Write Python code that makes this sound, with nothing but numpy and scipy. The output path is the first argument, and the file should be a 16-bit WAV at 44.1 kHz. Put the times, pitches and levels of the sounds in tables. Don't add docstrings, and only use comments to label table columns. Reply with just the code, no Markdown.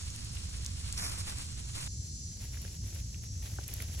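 import sys
import numpy as np
from scipy import signal
from scipy.fft import rfft, irfft, next_fast_len
from scipy.io import wavfile
from scipy.ndimage import uniform_filter1d, map_coordinates

SR = 44100
rng = np.random.default_rng(int(sys.argv[2]) if len(sys.argv) > 2 else 0)


def unload_audio(sound):
    columns = np.transpose(np.atleast_2d(sound))
    steps = np.round(np.clip(columns, -1, 1) * 32767)
    wavfile.write(sys.argv[1], SR, steps.astype(np.int16))


N = 176400
TIME = np.arange(N) / SR
SCENE_CHANGE_S, TOP_HZ = 1.882, 15850
LEFT_RIGHT = np.array([[.5], [-.5]])


def amp(db):
    return 10 ** (np.asarray(db) / 20)


def unit(x):
    return x / np.sqrt(np.mean(x ** 2) + 1e-20)


def pan(db):
    return amp(db * LEFT_RIGHT)


def along(points, hz):
    f, values = np.transpose(points)
    return np.interp(np.log(hz + 1), np.log(f + 1), values)


def curve(rows):
    return np.interp(TIME, *np.transpose(rows))


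def wobble(rate):
    return map_coordinates(rng.standard_normal(2000), [TIME * rate], mode="wrap")


def filtered(x, response):
    size = next_fast_len(N + SR // 4)
    return irfft(rfft(x, size) * response(np.fft.rfftfreq(size, 1 / SR)), size)[..., :N]


def stereo(pair, mid_tone, side_tone):
    mid, side = filtered(pair, lambda hz: amp([along(mid_tone, hz), along(side_tone, hz)]))
    return unit(np.array([mid + side, mid - side]))


def snake_scene():
    return np.clip((SCENE_CHANGE_S - TIME) / 0.0043, 0, 1)


def crackle(rate, spread_db, life_s, rub_db, count=24000, size=96):
    when, pitch, strength, phase = rng.random((count, 4)).T
    used = np.arange(count) < rate * N / SR
    gain = used * amp(spread_db * np.minimum(-np.log(1 - strength), 4))
    t = np.arange(size) / SR
    ring = gain[:, None] * np.exp(-t / life_s + 2j * np.pi * TOP_HZ * pitch[:, None] * t)
    shifted = ring * np.exp(2j * np.pi * phase)[:, None]
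    at = ((when * N).astype(int)[:, None] + np.arange(size)).ravel()
    slips = np.array([np.bincount(at, r.imag.ravel(), N + size)[:N] for r in (ring, shifted)])
    return unit(slips) + amp(rub_db) * rng.standard_normal((2, N))


# t/s, level/dB
SLIDE_LEVELS = [(0, -45.5), (.2, -47), (.36, -47), (.46, -49), (.62, -48.5), (.77, -49.5), (.81, -46.5),
                (.93, -46), (1.0, -40.5), (1.045, -38), (1.12, -42.5), (1.17, -43), (1.21, -41),
                (1.25, -45.5), (1.3, -41), (1.345, -44.5), (1.4, -43), (1.46, -47), (1.56, -50),
                (1.65, -48), (1.715, -49.5), (1.755, -43), (1.87, -42.5)]
# f/Hz, level/dB
GENTLE_MID_TONE = [(100, 8), (600, -9.5), (1500, -3), (2300, -2.5), (3200, -2), (4200, 0.5), (4900, -12),
                   (5500, -1), (7000, 0), (9000, 1.5), (10700, -7.5), (11700, -30), (12600, -66),
                   (16000, -70)]
GENTLE_SIDE_TONE = [(60, -15), (200, 7.5), (500, -3.5), (1100, -1), (1900, -10), (2600, 2), (3600, 0.5),
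                    (4900, 4), (5900, -21), (8000, 0), (11000, -0.5), (14000, -5.5), (15800, -14)]
HARD_MID_TONE = [(100, 3), (600, -5), (1200, 2), (2500, 2.5), (3200, -39), (4700, -11), (5500, 7),
                 (7000, 2), (9000, 0.5), (11500, 0), (13000, -49)]
HARD_SIDE_TONE = [(100, -10), (1100, 5.5), (1900, 0), (3300, -1), (5300, 7.5), (6300, -1), (8500, 2.5),
                  (11500, 3), (14000, -2), (15800, -8)]
# f/Hz, left minus right/dB
SNAKE_PAN = [(200, -4.5), (1000, -3.5), (2000, 0), (4000, -1), (8000, -.5), (10500, 0)]

def snake(shove_from_db=-45, shove_full_db=-37, shove_boost_db=2.5, surge_db=1.13, split_hz=4060):
    slips = crackle(rate=4200, spread_db=2, life_s=0.00017, rub_db=0)
    gentle = stereo(slips, GENTLE_MID_TONE, GENTLE_SIDE_TONE)
    hard = amp(shove_boost_db) * stereo(slips, HARD_MID_TONE, HARD_SIDE_TONE)
    level_db = curve(SLIDE_LEVELS)
    effort = np.clip((level_db - shove_from_db) / (shove_full_db - shove_from_db), 0, 1)
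    drag = filtered(gentle + effort * (hard - gentle), lambda hz: pan(along(SNAKE_PAN, hz)))
    low = filtered(drag, lambda hz: 1 / (1 + (hz / split_hz) ** 4))
    high = drag - low
    rustle = low * amp(surge_db * wobble(70)) + high * amp(surge_db * wobble(110))
    return rustle * amp(level_db + 1.7 * wobble(40.1)) * snake_scene()


# t/s, level/dB
HISS_LEVELS = [(0, -50.5), (1.7, -51), (1.9, -49), (2.25, -49), (2.45, -51), (3.0, -50), (3.2, -51),
               (3.55, -51), (4, -50)]
# f/Hz, level/dB
HISS_MID_TONE = [(800, -28.5), (2000, -32), (3950, -11.5), (4200, -4), (4900, -9.5), (5800, -3),
                 (7000, -3.5), (7900, -7), (8500, -31.5), (11000, -14.5), (12500, -97)]
HISS_SIDE_TONE = [(800, -23), (2000, -34), (3950, -10), (4200, -9.5), (5500, -3.5), (7000, -7), (8500, -6),
                  (9500, -12.5), (10800, -26), (15000, -65)]

def insects(swell_db=10.5, swell_above_hz=4700):
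    hz, _, bands = signal.stft(rng.standard_normal((2, N)), SR, nperseg=4096)
    drift = uniform_filter1d(rng.standard_normal(bands.shape), size=10, axis=2)
    swell = amp(swell_db * np.tanh(unit(drift)) * (hz > swell_above_hz)[:, None])
    chorus = signal.istft(bands * swell, nperseg=4096)[1][:, :N]
    return stereo(chorus, HISS_MID_TONE, HISS_SIDE_TONE) * amp(curve(HISS_LEVELS))


# start t/s, end t/s, f/Hz, level/dB, left ear's phase lead/rad
WHISTLE_NOTES = [(0, 2.2, 4302, -66, 2.9), (0, 2.2, 4815, -66, 3.1), (0, 1.8, 5212, -65.5, -1.2),
                 (0, 2, 7342, -66, 1.5), (.6, 2.1, 7785, -66, 1.4), (1.35, 1.95, 6321, -61, 1),
                 (1.6, 2, 6827, -56.5, 1), (1.2, 2.7, 7445, -64.5, .6), (1.86, 2.85, 4220, -64.5, -1.4),
                 (1.86, 3, 4378, -70, 0), (1.86, 2.8, 4716, -70, .9), (1.86, 2.7, 4802, -68, -1.2),
                 (1.86, 3.1, 4963, -72, 0), (1.86, 3.3, 5380, -66, -1.8), (2.2, 3.1, 5620, -67, 0),
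                 (1.86, 2.62, 5957, -57, -.1), (2.45, 4.4, 5950, -68, 0), (1.86, 2.6, 6451, -62, 2.4),
                 (1.86, 3.35, 6947, -62, 1.6), (1.9, 2.55, 7036, -65, 0), (1.86, 2.55, 8193, -61, 2.8),
                 (2.4, 3.3, 5792, -63, -2.6), (2.9, 4, 6195, -64, -.2), (3.22, 3.54, 5722, -58, .8)]

def whistles(rise_s=.05, fade_share=.42, waver_db=2.2):
    out = np.zeros((2, N))
    for start, end, hz, db, lead in WHISTLE_NOTES:
        rise = (TIME - start) / rise_s
        fade = (end - TIME) / (end - start) / fade_share
        level = amp(db + waver_db * wobble(12)) * np.clip(np.minimum(rise, fade), 0, 1)
        phase = 2 * np.pi * hz * TIME + .5 * wobble(30.57) + lead * LEFT_RIGHT
        out += np.sqrt(2) * level * np.sin(phase)
    return out


# f/Hz, level/dB
RUMBLE_TONE = [(15, -54), (30, -10), (42, -12), (54, 3), (105, 0), (135, -9), (200, -17), (300, -28),
               (500, -40), (1000, -69), (3000, -116)]
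# f/Hz, level/dB
RUMBLE_WIDTH = [(50, -32), (120, -17.5), (250, -11.5), (600, 3)]

def rumble(level_db=-40.5, pan_db=-2.5):
    side_tone = [(hz, db + along(RUMBLE_WIDTH, hz)) for hz, db in RUMBLE_TONE]
    noise = stereo(rng.standard_normal((2, N)), RUMBLE_TONE, side_tone)
    return amp(level_db) * pan(pan_db * snake_scene()) * noise


# t/s, level/dB, f/Hz, length/s
CLUMPS = [(.1, -42, 6150, 0.0054), (.243, -42, 8450, .008), (.348, -42, 7900, 0.0079),
          (.366, -42, 2800, 0.0076), (.652, -44.5, 3940, 0.014), (1.196, -46, 5400, 0.015),
          (1.383, -26, 6900, 0.0028), (1.424, -50, 5200, 0.0044), (1.588, -43, 7000, .004),
          (1.603, -49, 11000, 0.0044), (2.727, -44, 9100, 0.0049), (2.872, -44, 11100, 0.0064),
          (2.958, -52, 7000, 0.0043), (3.236, -48, 11000, 0.0085), (3.552, -43, 11000, 0.0052),
          (3.636, -38, 5800, .006), (3.763, -49, 8000, 0.0036), (3.99, -39, 9000, 0.0058)]

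def crunches(rise_s=0.0035, width_octaves=0.52, top_hz=12600, size=4096):
    out = np.zeros((2, N + size))
    t, hz = np.arange(size) / SR, np.fft.rfftfreq(size, 1 / SR)
    slips = crackle(rate=6200, spread_db=2.5, life_s=0.000092, rub_db=12.5)
    treble_cut = 1 / np.hypot(1, (hz / top_hz) ** 20)
    for k, (start, db, pitch, length) in enumerate(CLUMPS):
        band = np.exp(-.5 * (np.log2((hz + 1) / pitch) / width_octaves) ** 2) * treble_cut
        spray = unit(irfft(rfft(slips[:, k * size:][:, :size]) * band))
        swell = (1 - np.exp(-t / rise_s)) * np.exp(-(t / length) ** 2)
        out[:, round(start * SR):][:, :size] += amp(db) * spray * swell
    return out[:, :N]


# t/s, level/dB, f/Hz, time to fade 60 dB/s, left minus right/dB
BREAKS = [(0.1029, -23.5, 6460, 0.0017, 2), (0.162, -16, 8500, 0.00042, 3), (.648, -19.5, 6800, 0.0009, -5),
          (0.6627, -15, 6800, 0.0014, 0), (.926, -15, 7600, 0.0014, 0), (0.9777, -25.5, 5670, 0.012, -4),
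          (1.065, -26, 5800, 0.0046, -7), (1.1993, -27, 6300, 0.0018, 0), (1.2965, -20, 5840, 0.0012, 0),
          (2.544, -31, 2000, 0.0024, -10), (2.571, -38, 1700, 0.0079, -6), (2.6185, -23, 11900, 0.00058, 0),
          (2.649, -41.5, 1660, 0.012, -7), (2.65, -41, 516, 0.016, 3), (3.145, -35, 2720, 0.0051, 1),
          (3.237, -34, 1970, 0.0023, -6), (3.5855, -33.5, 1500, 0.015, 1), (3.5872, -22, 780, 0.0046, 7.5),
          (3.5869, -30, 370, 0.017, 9), (3.68, -21, 11800, 0.0016, -1), (3.687, -36.5, 2460, 0.0062, 3),
          (3.7392, -14.5, 11900, 0.0011, -2), (3.803, -22.5, 2170, 0.0025, -3),
          (3.8228, -26, 5600, 0.0012, -7), (3.8227, -19.5, 11500, 0.0013, 0),
          (3.8245, -29, 2400, 0.0027, -2)]

def snaps(splinter_db=-15, splinter_s=0.018, left_lead_rad=-1.16, size=2048):
    out, t = np.zeros((2, N + size)), np.arange(size) / SR
    for start, db, hz, ring_s, pan_db in BREAKS:
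        ring_level = (1 - np.exp(-2 * hz * t)) * amp(-60 * t / ring_s)
        ring = ring_level * np.sin(2 * np.pi * hz * t + left_lead_rad * LEFT_RIGHT)
        crumble = rng.standard_normal((2, size)) * np.exp(-t / min(splinter_s, 2 * ring_s))
        band = signal.butter(2, [hz / 2, min(hz * 1.5, TOP_HZ)], "band", fs=SR)
        snap = signal.lfilter(*band, ring + amp(splinter_db) * crumble)
        out[:, round(start * SR):][:, :size] += amp(db) * pan(pan_db) * snap
    return out[:, :N]


# t/s, length/s, rise time/s, level/dB
PAW_STEPS = [(2.02, 0.054, 0.045, -60.5), (2.288, 0.13, 0.13, -61), (2.403, 0.052, .05, -50),
             (2.513, 0.056, .04, -52), (2.607, 0.064, 0.033, -53), (2.704, 0.05, .04, -55),
             (2.845, .056, 0.053, -53.5), (2.919, 0.078, 0.036, -52.5), (3.055, 0.13, .04, -61.5),
             (3.223, .017, .03, -55), (3.323, .07, 0.05, -60), (3.43, .035, 0.058, -46.5),
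             (3.495, 0.15, 0.031, -55), (3.673, 0.1, .02, -50), (3.791, 0.034, 0.032, -46),
             (3.865, 0.022, 0.036, -55), (3.911, 0.029, .04, -47.5), (3.979, .03, 0.034, -44.5)]
# f/Hz, level/dB
PAW_MID_TONE = [(100, 8), (550, 4.5), (1200, -4.5), (2000, 3), (4000, 2.5), (7500, -3.5), (8600, -41),
                (9500, 2.5), (11000, 3), (12600, 0), (13500, -37), (15300, -8.5)]
PAW_SIDE_TONE = [(100, -7), (600, -2.5), (1600, -7), (3000, 3.5), (5000, -7), (8500, 3), (10000, 1),
                 (11100, -16), (12300, -0.5), (13500, -1), (15500, -15)]

def cat(release_s=0.037, settle_db=-65.5, flutter_db=1.5):
    power = amp(settle_db) ** 2 * (1 - snake_scene())
    for start, length, rise, db in PAW_STEPS:
        press = (1 + np.tanh(2 * (TIME - start) / rise)) / 2
        release = np.exp(-np.maximum(TIME - start - length, 0) / release_s)
        power += (amp(db) * press * release) ** 2
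    slips = crackle(rate=3200, spread_db=4.5, life_s=0.00029, rub_db=4)
    return stereo(slips, PAW_MID_TONE, PAW_SIDE_TONE) * np.sqrt(power) * amp(flutter_db * wobble(130))


def scene():
    return snake() + cat() + crunches() + snaps() + insects() + whistles() + rumble()


def record(dry):
    return filtered(dry, lambda hz: hz < TOP_HZ)


dry = scene()
out = record(dry)
unload_audio(out)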